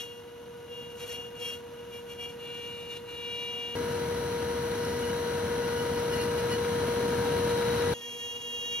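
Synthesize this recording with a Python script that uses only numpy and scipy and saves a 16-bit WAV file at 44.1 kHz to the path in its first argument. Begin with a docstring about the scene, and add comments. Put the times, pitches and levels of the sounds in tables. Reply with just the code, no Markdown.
"""In a workshop a CNC router mills a wooden board, heard from three spots joined by hard cuts.
The spindle hums, its drive sings thinly and the cooling air rushes and whines: harmonics, steady tones, coloured noise.
At the first and last spots the two-flute bit bites: a squeal with sidebands, and gated noise for the torn chips.
At the middle spot it only grazes the wall, with a buzz, ringing and chirps; the air takes over and a whistle grows."""
import sys
import numpy as np
from scipy import signal
from scipy.fft import rfft, irfft, next_fast_len
from scipy.io import wavfile

SR = 44100
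rng = np.random.default_rng(int(sys.argv[2]) if len(sys.argv) > 2 else 0)


def wav_record(signal):
    """Record a signal, one row per channel, as 16-bit PCM in the file named by sys.argv[1]."""
    frames = np.transpose(np.atleast_2d(signal))
    bounded = np.clip(frames, -1, 1)
    # unit amplitude maps onto the largest positive 16-bit level
    quanta = np.round(bounded * 32767).astype(np.int16)
    wavfile.write(sys.argv[1], SR, quanta)


N = 388080


def from_db(db):
    """Amplitude of a level in dB."""
    return 10 ** (np.asarray(db) / 20)


def in_time(rows, t):
    """The columns of a curve at the times t."""
    seconds, *columns = np.transpose(rows)
    return [np.interp(t, seconds, column) for column in columns]


def at_hz(rows, hz, column=0):
    """One column of a spectrum, joined on a log-frequency axis."""
    rows = np.array(rows)
    return np.interp(np.log(np.maximum(hz, 1)), np.log(rows[:, 0]), rows[:, 1 + column])


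def drift(t, rate_hz):
    """Random wander of spread 1, made of noise mostly below rate_hz."""
    size = next_fast_len(len(t))
    hz = np.fft.rfftfreq(size, 1 / SR)
    lowpass = 1 / (1 + (hz / rate_hz) ** 4)
    slow = irfft(rfft(rng.standard_normal(size)) * lowpass, size)[:len(t)]
    return slow / slow.std()


def angle(hz):
    """Running phase in radians of a changing frequency."""
    return 2 * np.pi * np.cumsum(hz) / SR


def bump(t, peak_s, length_s):
    """A smooth rise and fall of power around one moment."""
    return np.exp(-(2 * (t - peak_s) / length_s) ** 2)


# How alike the two microphones hear. Each row: frequency in Hz, then the left-right correlation
# at the first, middle and last spot (held within -1 to 1 in use).
LIKENESS = [(210, 0.95, 1, 0.98), (467, 0.48, 0.72, 0.66), (835, 0.7, 0.4, 0.89), (2390, 0.75, 0.86, -0.08),
            (2900, 0.46, 0.32, -0.55), (3460, 0.47, -0.24, 1), (4220, 0.68, 0.025, 0.097),
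            (6390, 0.5, 0.05, 0.93), (7446, -0.95, -1.89, -0.99), (8777, -1.155, -0.49, -0.99),
            (10380, 1, 1, 0.88), (12500, 1, 0.83, 1), (13500, -0.88, -0.89, -0.87)]
# Stereo balance. Each row: frequency in Hz, then left minus right in dB at the first, middle and last spot.
BALANCE = [(200, -1.5, 2, -1), (476, 0, 2, 2.5), (880, 1, 5, 1.5), (2310, -0.5, 5.5, -0.5),
           (2770, 3, -3, 0.5), (3280, 1.5, -3.5, -2), (4150, 2.5, 3.5, 1), (5440, 0, -2, 1),
           (7550, 0.5, 0, 0.5)]


def microphones(hz, spot):
    """Left-right correlation and the gain of each side at a frequency."""
    gains = from_db(np.array([[.5], [-.5]]) * at_hz(BALANCE, hz, spot))
    return np.clip(at_hz(LIKENESS, hz, spot), -1, 1), gains


def tone(phase, hz, spot):
    """A stereo sine, rms 1 before the balance; its phase leads on the left, or on the right at the middle spot."""
    alike, gains = microphones(hz, spot)
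    lead = np.arccos(alike) * (-1) ** spot * np.array([[.5], [-.5]])
    return np.sqrt(2) * gains * np.sin(phase + lead + rng.uniform(0, 2 * np.pi))


def rush(t, colour, spot, gate=1):
    """Stereo noise, chopped by a gate and then coloured; colour(hz) is its amplitude per root Hz."""
    size = next_fast_len(len(t))
    hz = np.fft.rfftfreq(size, 1 / SR)
    alike, gains = microphones(hz, spot)
    mid, side = rfft(rng.standard_normal((2, len(t))) * gate, size)
    pair = np.sqrt(1 + alike) * mid + np.sqrt(1 - alike) * side * [[1], [-1]]
    return irfft(pair * gains * colour(hz) * np.sqrt(SR) / 2, size)[:, :len(t)]


# Swell of the cooling air. Each row: time in seconds, flow in dB added to rush and whine.
FLOW = [(0, -1.5), (1, 1), (3.75, 1.5), (3.76, -1.5), (4.4, -2), (5.5, -0.64), (6.6, 0.7), (7.5, 2.5),
        (7.93, 2.5), (7.94, 1), (8.8, 3)]
# Rush of the air before that swell. 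Each row: frequency in Hz, dB per Hz at the first, middle and last spot.
AIR = [(25, -101.5, -91, -106.4), (49.7, -87.5, -74.5, -99), (81.4, -77.5, -60.5, -82),
       (144, -77, -61, -84.5), (637, -84.5, -68.5, -89), (695, -88.5, -72.5, -89), (1646, -89, -71.5, -94),
       (1850, -94, -77.5, -96.5), (3200, -93.5, -79.5, -90), (4200, -99.5, -78, -101),
       (4510, -103.8, -86, -98), (9570, -103.5, -87, -97.5), (14600, -107.4, -98, -110.0),
       (15900, -107.0, -85, -104.4)]
# Peaks and dips of the rush close to the spindle, at the middle spot only.
# Each row: centre in Hz, width in Hz, height in dB.
AIR_COLOUR = [(416, 2.9, 10), (1148, 64, -8), (2516, 250, -3.5), (3580, 220, -5.5)]
FAN_HZ = 474.8
# The fan's whine before the swell. Each row: multiple of the fan pitch, dB at the first, middle and last spot.
FAN = [(1, -45.5, -31.5, -52), (2, -62, -43.5, -67)]


def cooling_air(t, spot):
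    """The fan's whine, two unsteady harmonics, and the rush of its air swell together."""
    def colour(hz):
        colour_db = at_hz(AIR, hz, spot)
        if spot == 1:
            colour_db = colour_db + sum(db / (1 + (2 * (hz - centre) / width) ** 4)
                                        for centre, width, db in AIR_COLOUR)
        return from_db(colour_db)

    flow_db, = in_time(FLOW, t)
    blade = angle(FAN_HZ + 0.11 * drift(t, 31))
    whine = 0
    for multiple, *db in FAN:
        level_db = db[spot] + .5 * multiple * drift(t, 45)
        whine = whine + from_db(level_db) * tone(multiple * blade, multiple * FAN_HZ, spot)
    air = rush(t, colour, spot, gate=from_db(1.0 * drift(t, 130)))
    return from_db(flow_db) * (whine + air)


# Turns of the spindle per second at the first, middle and last spot, in Hz.
SPINDLE_HZ = [243.9, 243.9, 242.9]
# Spindle hum running free. Each row: multiple of the spindle speed, dB at the first, middle and last spot.
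SPINDLE = [(1, -67.5, -51, -61), (2, -59.5, -51, -53), (3, -73, -82, -87), (4, -66.5, -60, -61),
           (6, -67.5, -56.5, -82), (8, -74.5, -73.5, -82), (16, -78, -58.5, -70)]
# Random waver of the free hum at the first, middle and last spot, as a spread in dB.
HUM_WAVER_DB = [3.2, 3.2, 1.3]
# The side load on the bit makes one harmonic of the hum swell.
# Each row: peak in seconds, length in seconds, multiple of the spindle speed, level in dB.
HUM_SWELLS = [(0.752, 0.12, 2, -47.5), (1.063, 0.12, 2, -45.5), (1.2, .09, 3, -60), (1.41, .1, 3, -60.5),
              (1.423, 0.083, 2, -44.5), (2.24, 0.13, 3, -60), (3.452, 0.43, 4, -57), (3.62, 0.33, 3, -59),
              (5.381, 0.23, 6, -51.5), (5.73, .19, 6, -44.5)]
# Switching tones of the spindle drive, in Hz.
DRIVE_HZ = [5756, 6244, 8290, 11512, 12000]
# Their levels, in the same order. Each row: dB at the first, middle and last spot.
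DRIVE_DB = [(-78, -57.5, -89), (-75, -62, -90), (-73, -59, -93), (-88, -73, -86), (-93, -66, -87)]


def spindle(t, turn, spot):
    """Harmonics of the rotation, which swell under load, and the thin switching tones of the drive."""
    hum = 0
    for multiple, *db in SPINDLE:
        free = from_db(db[spot] + HUM_WAVER_DB[spot] * drift(t, 13.0))
        loaded_power = sum(from_db(peak_db) ** 2 * bump(t, peak_s, length_s)
                           for peak_s, length_s, swelling, peak_db in HUM_SWELLS if swelling == multiple)
        level = np.sqrt(free ** 2 + loaded_power)
        hum = hum + level * tone(multiple * turn, multiple * SPINDLE_HZ[spot], spot)
    drive = sum(from_db(db[spot]) * tone(2 * np.pi * hz * t, hz, spot)
                for hz, db in zip(DRIVE_HZ, DRIVE_DB))
    return hum + drive


def flute_strikes(t, turn, depth, runout, grain_db):
    """Two flutes strike each turn, one deeper than the other, and no two chips are alike; rms 1."""
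    strikes = np.exp(depth * np.cos(2 * turn) + runout * np.cos(turn))
    gate = strikes * from_db(grain_db * drift(t, 310))
    return gate / np.sqrt(np.mean(gate ** 2))


# The bit bites into the wood. Each row: start in seconds, length in seconds, squeal in dB,
# swell over the bite in dB, chips in dB before the hiss trim, sag of the pitch in Hz,
# then the lower, upper and far upper sideband in dB against the squeal.
BITES = [ (0.0, 0.02, -42.5, -3, -61.5, 36, -17, 3, -7), (0.04, 0.16, -49.5, -12, -76, 35, -25, -10, -24),
         (0.72, 0.15, -47, 0, -77.5, 31, -18, -11, -21), (0.9, 0.024, -51.5, 0, -77, 30, -12, -12, -22),
         (0.999, 0.043, -46.5, 4.5, -65.5, 42, -8, -8, -12),
         (1.08, 0.045, -47.5, 4, -61.5, 47, -6, -3, -17), (1.138, 0.013, -40.5, 6.5, -65, 26, -15, -9, -28),
         (1.18, 0.09, -43, -3.5, -74, 27, -22, -12, -30), (1.36, 0.029, -47, 2, -80, 24, -12, -13, -25),
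         (1.425, 0.078, -39.5, 0.5, -62.5, 56, -14, -4.5, -32),
         (1.525, 0.014, -39.5, 2.5, -65.5, 26, -20, -8, -26),
         (1.78, 0.046, -54.5, -3, -83.5, 17, -12, -13, -22),
         (1.935, 0.052, -47, -0.5, -72, 24, -8, -10, -25),
         (2.1, .022, -46.5, 3.5, -70.5, 24, -9, -7, -28.5),
         (2.21, 0.047, -40, 1.5, -70, 28, -10.5, -7.5, -35), (2.291, 0.013, -49, 2, -70, 20, -2, -8.5, -25),
         (2.41, 0.28, -44, 5.5, -72.5, 26, -10, -12, -28), (2.65, 0.25, -44, -3.5, -73, 22, -10, -23, -17),
         (2.905, 0.033, -40.5, 0, -68, 20, -8.5, -23, -17),
         (2.968, 0.018, -44.5, -12.5, -69, 22, -15.5, -14, -15.5),
         (3.09, 0.064, -43.5, 1, -72, 21.4, -11, -19, -18), (3.17, 0.324, -39.5, 5, -72, 22, -9, -12, -15),
         (3.5, 0.28, -38.5, -2, -73, 23, -12.5, -13, -21), (7.94, 0.053, -48, -4, -67, 26, -24, 0, -24),
         (8.02, 0.22, -46, 1, -65, 44, -12, 3, -24), (8.2, 0.072, -41, 1, -65, 38, -22, -4, -15),
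         (8.26, 0.094, -43.5, -4, -65, 50, -29, 2, -15), (8.357, .012, -37.5, 2, -66, 21, -23, -9, -21),
         (8.412, .015, -43, 0, -66, 21, -18, 0, -17), (8.44, 0.2, -39, 2, -65.5, 48, -29, -3, -15),
         (8.61, 0.1, -37, 0.5, -64, 38.6, -29.5, -5.5, -9),
         (8.71, 0.14, -36.5, -1, -63.5, 42, -13, -2.5, -9), ]
SQUEAL_ATTACK_DB_PER_S, SQUEAL_RELEASE_DB_PER_S = 341.5, 341.5
CHIPS_ATTACK_DB_PER_S, CHIPS_RELEASE_DB_PER_S = 256, 209
ARCH_DB = 1   # the middle of a bite is this much stronger than its ends
CHIPS_SWELL_SHARE = 0.35   # share of the swell that the chips follow
IDLE_SQUEAL_DB, IDLE_CHIPS_DB = -62.5, -86   # between bites the bit still rubs and rings faintly
IDLE_SIDEBAND_DB = -20   # against the squeal, between bites


def engagement(t):
    """Each bite builds up, holds in a low arch and dies away: squeal and chips dB, sag Hz, three sidebands dB."""
    start, length, squeal_db, swell_db, chips_db, sag_hz, *sideband_dbs = np.transpose(BITES)[:, :, None]
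    early = np.maximum(start - t, 0)
    late = np.maximum(t - start - length, 0)
    place = np.clip((t - start) / length, 0, 1) - .5
    arch_db = ARCH_DB * (.5 - (2 * place) ** 2)
    squeal_edge_db = SQUEAL_ATTACK_DB_PER_S * early + SQUEAL_RELEASE_DB_PER_S * late
    chips_edge_db = CHIPS_ATTACK_DB_PER_S * early + CHIPS_RELEASE_DB_PER_S * late
    rings = from_db(squeal_db + arch_db + swell_db * place - squeal_edge_db)
    tears_db = chips_db + arch_db + CHIPS_SWELL_SHARE * swell_db * place - chips_edge_db
    idle = from_db(IDLE_SQUEAL_DB)
    # pitch and sidebands glide towards those of the strongest bite
    share = rings ** 2 / ((rings ** 2).sum(axis=0) + idle ** 2)
    sidebands = [IDLE_SIDEBAND_DB + (share * (db - IDLE_SIDEBAND_DB)).sum(axis=0) for db in sideband_dbs]
    ring_db = 20 * np.log10(np.maximum(rings.max(axis=0), idle))
    return ring_db, np.maximum(tears_db.max(axis=0), IDLE_CHIPS_DB), (share * sag_hz).sum(axis=0), *sidebands


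# Weaker partials of the squeal. Each row: multiple of the squeal pitch, plus multiple of the spindle speed,
# then dB against the slap of the bit in short bites, in the long pass (before its growth) and at the last spot.
SQUEAL_PARTIALS = [(1, -4, -30, -21, -20.5), (1, -1, -30, -19.5, -26), (1, 3, -40, -19, -35),
                   (1, 5, -37, -20.5, -31), (1, 6, -25.5, -24, -31), (2, -4, -40, -32, -36),
                   (2, -2, -33.5, -29, -29), (2, 0, -22, -30, -19.5), (2, 2, -27, -23.5, -19),
                   (2, 4, -27.5, -39, -15.5), (3, 0, -32, -37, -24), (3, 2, -23, -38, -23),
                   (3, 4, -28, -31, -29), (4, 0, -32, -41, -32), (4, 2, -27.5, -40, -26)]
SQUEAL_HZ = 2862   # the bending pitch of the unloaded bit
LONG_PASS_S = 2.36   # at the first spot, short bites give way to a long even pass
LONG_PASS_GROWTH = 0.93   # there the overtones grow with the squeal: dB per dB
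ORDINARY_SQUEAL_DB = -42   # squeal level at which that growth is nil
GRAIN_DB, GRAIN_HZ = .5, 16   # the grain of the wood makes the squeal waver
JOLT_DB = 76.5   # added to the chip level, gives the jitter of the pitch in dB above 1 Hz
HARD_CHIPS_DB = -61   # chip level of a hard bite
# a hard bite shakes each partial in level and phase, and bends the pitch
SHAKE_DB, SHAKE_RADIANS, LURCH_HZ = 3.2, .55, 9


def squeal(t, turn, spot, squeal_db, chips_db, sag_hz, lower_db, upper_db, far_db):
    """The bit chatters at its bending pitch; each flute pumps the vibration, which spreads it into sidebands."""
    pitch_hz = SQUEAL_HZ - sag_hz
    # a weak squeal does not lock and stays ragged; heavy chips jolt the pitch
    ragged = from_db(.7 * (IDLE_SQUEAL_DB - squeal_db))
    hardness = np.minimum(from_db(chips_db - HARD_CHIPS_DB), 1)
    hard = hardness * (.2 if spot else 1)   # most of all at the first spot
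    jitter_hz = (16 * ragged + from_db(chips_db + JOLT_DB)) * drift(t, 47.0)
    lurch_hz = LURCH_HZ * hard * drift(t, 21.6)
    bend = angle(pitch_hz + jitter_hz + lurch_hz)
    grain_db = GRAIN_DB * drift(t, GRAIN_HZ)
    # each: multiple of the squeal pitch, multiple of the spindle speed, dB, share of the shaking
    partials = [(1, 0, squeal_db, .4), (1, -2, squeal_db + lower_db, .7),
                (1, 2, squeal_db + upper_db, .4), (1, 4, squeal_db + far_db, .8)]
    # the weaker partials come from the bit slapping the wood, and grow with the chips it tears off
    slap_db = .85 * chips_db + .15 * squeal_db + (20.5 if spot else 24.5)
    growth_db = LONG_PASS_GROWTH * (squeal_db - ORDINARY_SQUEAL_DB)
    for multiple, offset, short_db, long_db, last_db in SQUEAL_PARTIALS:
        pass_db = long_db + growth_db * (multiple > 1)
        db = last_db if spot else np.where(t < LONG_PASS_S, short_db, pass_db)
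        partials.append((multiple, offset, slap_db + db, 1))
    out = 0
    for multiple, offset, level_db, share in partials:
        hz = multiple * pitch_hz.mean() + offset * SPINDLE_HZ[spot]
        # the lowest sidebands throb at the last spot
        throb_db = 4 if spot and offset == -4 else 1.3 * share
        shake_db = (3.9 * ragged + SHAKE_DB * share * hard) * drift(t, 60)
        flutter_db = grain_db + shake_db + throb_db * drift(t, 18)
        shake = SHAKE_RADIANS * share * hard * drift(t, 60)
        out = out + from_db(level_db + flutter_db) * tone(multiple * bend + offset * turn + shake, hz, spot)
    return out


# Colour of the tearing chips before their level in each bite. Each row: frequency in Hz, dB per Hz.
CHIPS = [(200, -28.5), (1000, -26.5), (1800, -26), (2900, -19.5), (3800, -26.5), (4300, -23.5), (4900, -29),
         (6000, -29), (7500, -20.5), (9000, -27), (10500, -33.5), (11800, -27.5), (14000, -31),
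         (15200, -74)]


def heavy_cut(t, turn, spot):
    """A full bite: the squeal, and noise chopped by the flutes for the tearing chips."""
    squeal_db, chips_db, *voicing = engagement(t)
    gate = flute_strikes(t, turn, depth=0.43, runout=0.11, grain_db=2.5)
    chips = rush(t, lambda hz: from_db(at_hz(CHIPS, hz)), spot, gate=gate)
    # in the hardest bites more of the work goes into ringing and less into hiss
    hiss_db = chips_db - .2 * np.maximum(chips_db + 68, 0) + (-5 if spot else -1)
    return squeal(t, turn, spot, squeal_db, chips_db, *voicing) + from_db(hiss_db) * chips


# Resonances of the bit under a light touch. Each row: centre in Hz, width in Hz, relative level in dB.
BIT_MODES = [(2890, 21, 0.5), (4380, 110, -3.5), (10200, 3700, 1.5)]
# Buzz of the grazing flutes. Each row: multiple of the flute rate, relative level in dB.
GRAZE_BUZZ = [(3, -3), (4, 1.5), (5, -8), (6, -6), (7, -10), (9, -6), (10, -13), (11, -4.5), (14, -6.5)]
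# Light touches on the wall. Each row: peak in seconds, length in seconds, dB added in power to the rubbing.
TOUCHES = [(4.865, 0.2, -55), (5.073, 0.083, -56), (5.778, 0.22, -54.5), (5.98, .06, -52.5),
           (6.137, 0.039, -47.5), (6.223, 0.082, -50), (6.393, 0.029, -49), (6.53, 0.04, -46.5),
           (7.85, 0.4, -54)]
RUB_DB, RUB_BUZZ_DB = -58, -60   # the steady rubbing between touches: its ringing, its buzz


def light_cut(t, turn, spot):
    """Grazing flutes buzz at their own rate and stir the bit's resonances; it chirps, but never locks into a squeal."""
    def modes(hz):
        return np.sqrt(sum(from_db(db) ** 2 * 2 / (np.pi * width) / (1 + (2 * (hz - centre) / width) ** 2)
                           for centre, width, db in BIT_MODES))

    touch_power = sum(from_db(db) ** 2 * bump(t, peak_s, length_s) for peak_s, length_s, db in TOUCHES)
    flute = 2 * turn + 0.08 * drift(t, 45)   # each flute meets the fibres a little early or late
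    buzz = 0
    for multiple, db in GRAZE_BUZZ:
        level = from_db(db + 2.5 * drift(t, 27))
        buzz = buzz + level * tone(multiple * flute, 2 * multiple * SPINDLE_HZ[spot], spot)
    gate = flute_strikes(t, turn, depth=0.37, runout=0.1, grain_db=3.5)
    ringing = from_db(-1.5) * rush(t, modes, spot, gate=gate)
    buzz_level = np.sqrt(from_db(RUB_BUZZ_DB) ** 2 + touch_power)
    ringing_level = np.sqrt(from_db(RUB_DB) ** 2 + touch_power)
    return buzz_level * buzz + ringing_level * ringing + chirps(t, spot) + whistle(t, spot)


# A breathy whistle grows at the middle spot as the bit lifts clear.
WHISTLE_HZ, WHISTLE_WIDTH_HZ, WHISTLE_DB = 3900, 160, -47
WHISTLE_PEAK_S, WHISTLE_RISE_S = 8.03, 0.56


def whistle(t, spot):
    """Air rings in one narrow band around the lifted bit."""
    def band(hz):
        return 1 / np.sqrt(WHISTLE_WIDTH_HZ * (1 + (2 * (hz - WHISTLE_HZ) / WHISTLE_WIDTH_HZ) ** 4))

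    swell = np.exp(-.5 * ((t - WHISTLE_PEAK_S) / WHISTLE_RISE_S) ** 2)
    return from_db(WHISTLE_DB) * swell * rush(t, band, spot)


# The bit catches for a moment and chirps.
# Each row: peak in seconds, length in seconds, level in dB before a random flutter, mean pitch in Hz.
CHIRPS = [(4.843, .025, -48, 5390), (4.97, .018, -50.5, 5355), (5.044, 0.028, -46, 2900),
          (5.091, .02, -47, 2922), (5.642, 0.016, -47, 2820), (5.798, 0.021, -45, 2930),
          (6.143, 0.029, -41.5, 2890), (6.154, .035, -53, 4370), (6.21, .04, -47.5, 4340),
          (6.217, .045, -44, 2790), (6.23, 0.021, -55, 5370), (6.29, .02, -49.5, 2830),
          (6.53, .03, -46, 4380), (6.533, 0.038, -43, 2928)]


def chirps(t, spot):
    """A catch sets one of the bit's modes ringing for an instant, at an unsteady pitch."""
    waver = angle(16 * drift(t, 47.5))
    out = 0
    for peak_s, length_s, db, hz in CHIRPS:
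        envelope = np.sqrt(bump(t, peak_s, length_s))
        out = out + from_db(db) * envelope * tone(2 * np.pi * hz * t + waver, hz, spot)
    return from_db(2.2 * drift(t, 60)) * out


# Times of the two hard cuts between the listening spots, in seconds.
CUTS = [3.753, 7.938]


def scene():
    """The three listening spots, one after the other."""
    parts = []
    cut_samples = [round(seconds * SR) for seconds in CUTS]
    for spot, t in enumerate(np.split(np.arange(N) / SR, cut_samples)):
        wander_hz = [.35, .3, .8][spot] * drift(t, 6.7)
        turn = angle(SPINDLE_HZ[spot] + wander_hz)
        cut = light_cut if spot == 1 else heavy_cut
        parts.append(cooling_air(t, spot) + spindle(t, turn, spot) + cut(t, turn, spot))
    return np.hstack(parts)


def record(dry):
    """A steep elliptic low-pass cuts the top."""
    lowpass = signal.ellip(12, .1, 80, 15780, fs=SR, output="sos")   # ripple dB, rejection dB, cutoff Hz
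    return signal.sosfilt(lowpass, dry)


dry = scene()
out = record(dry)
wav_record(out)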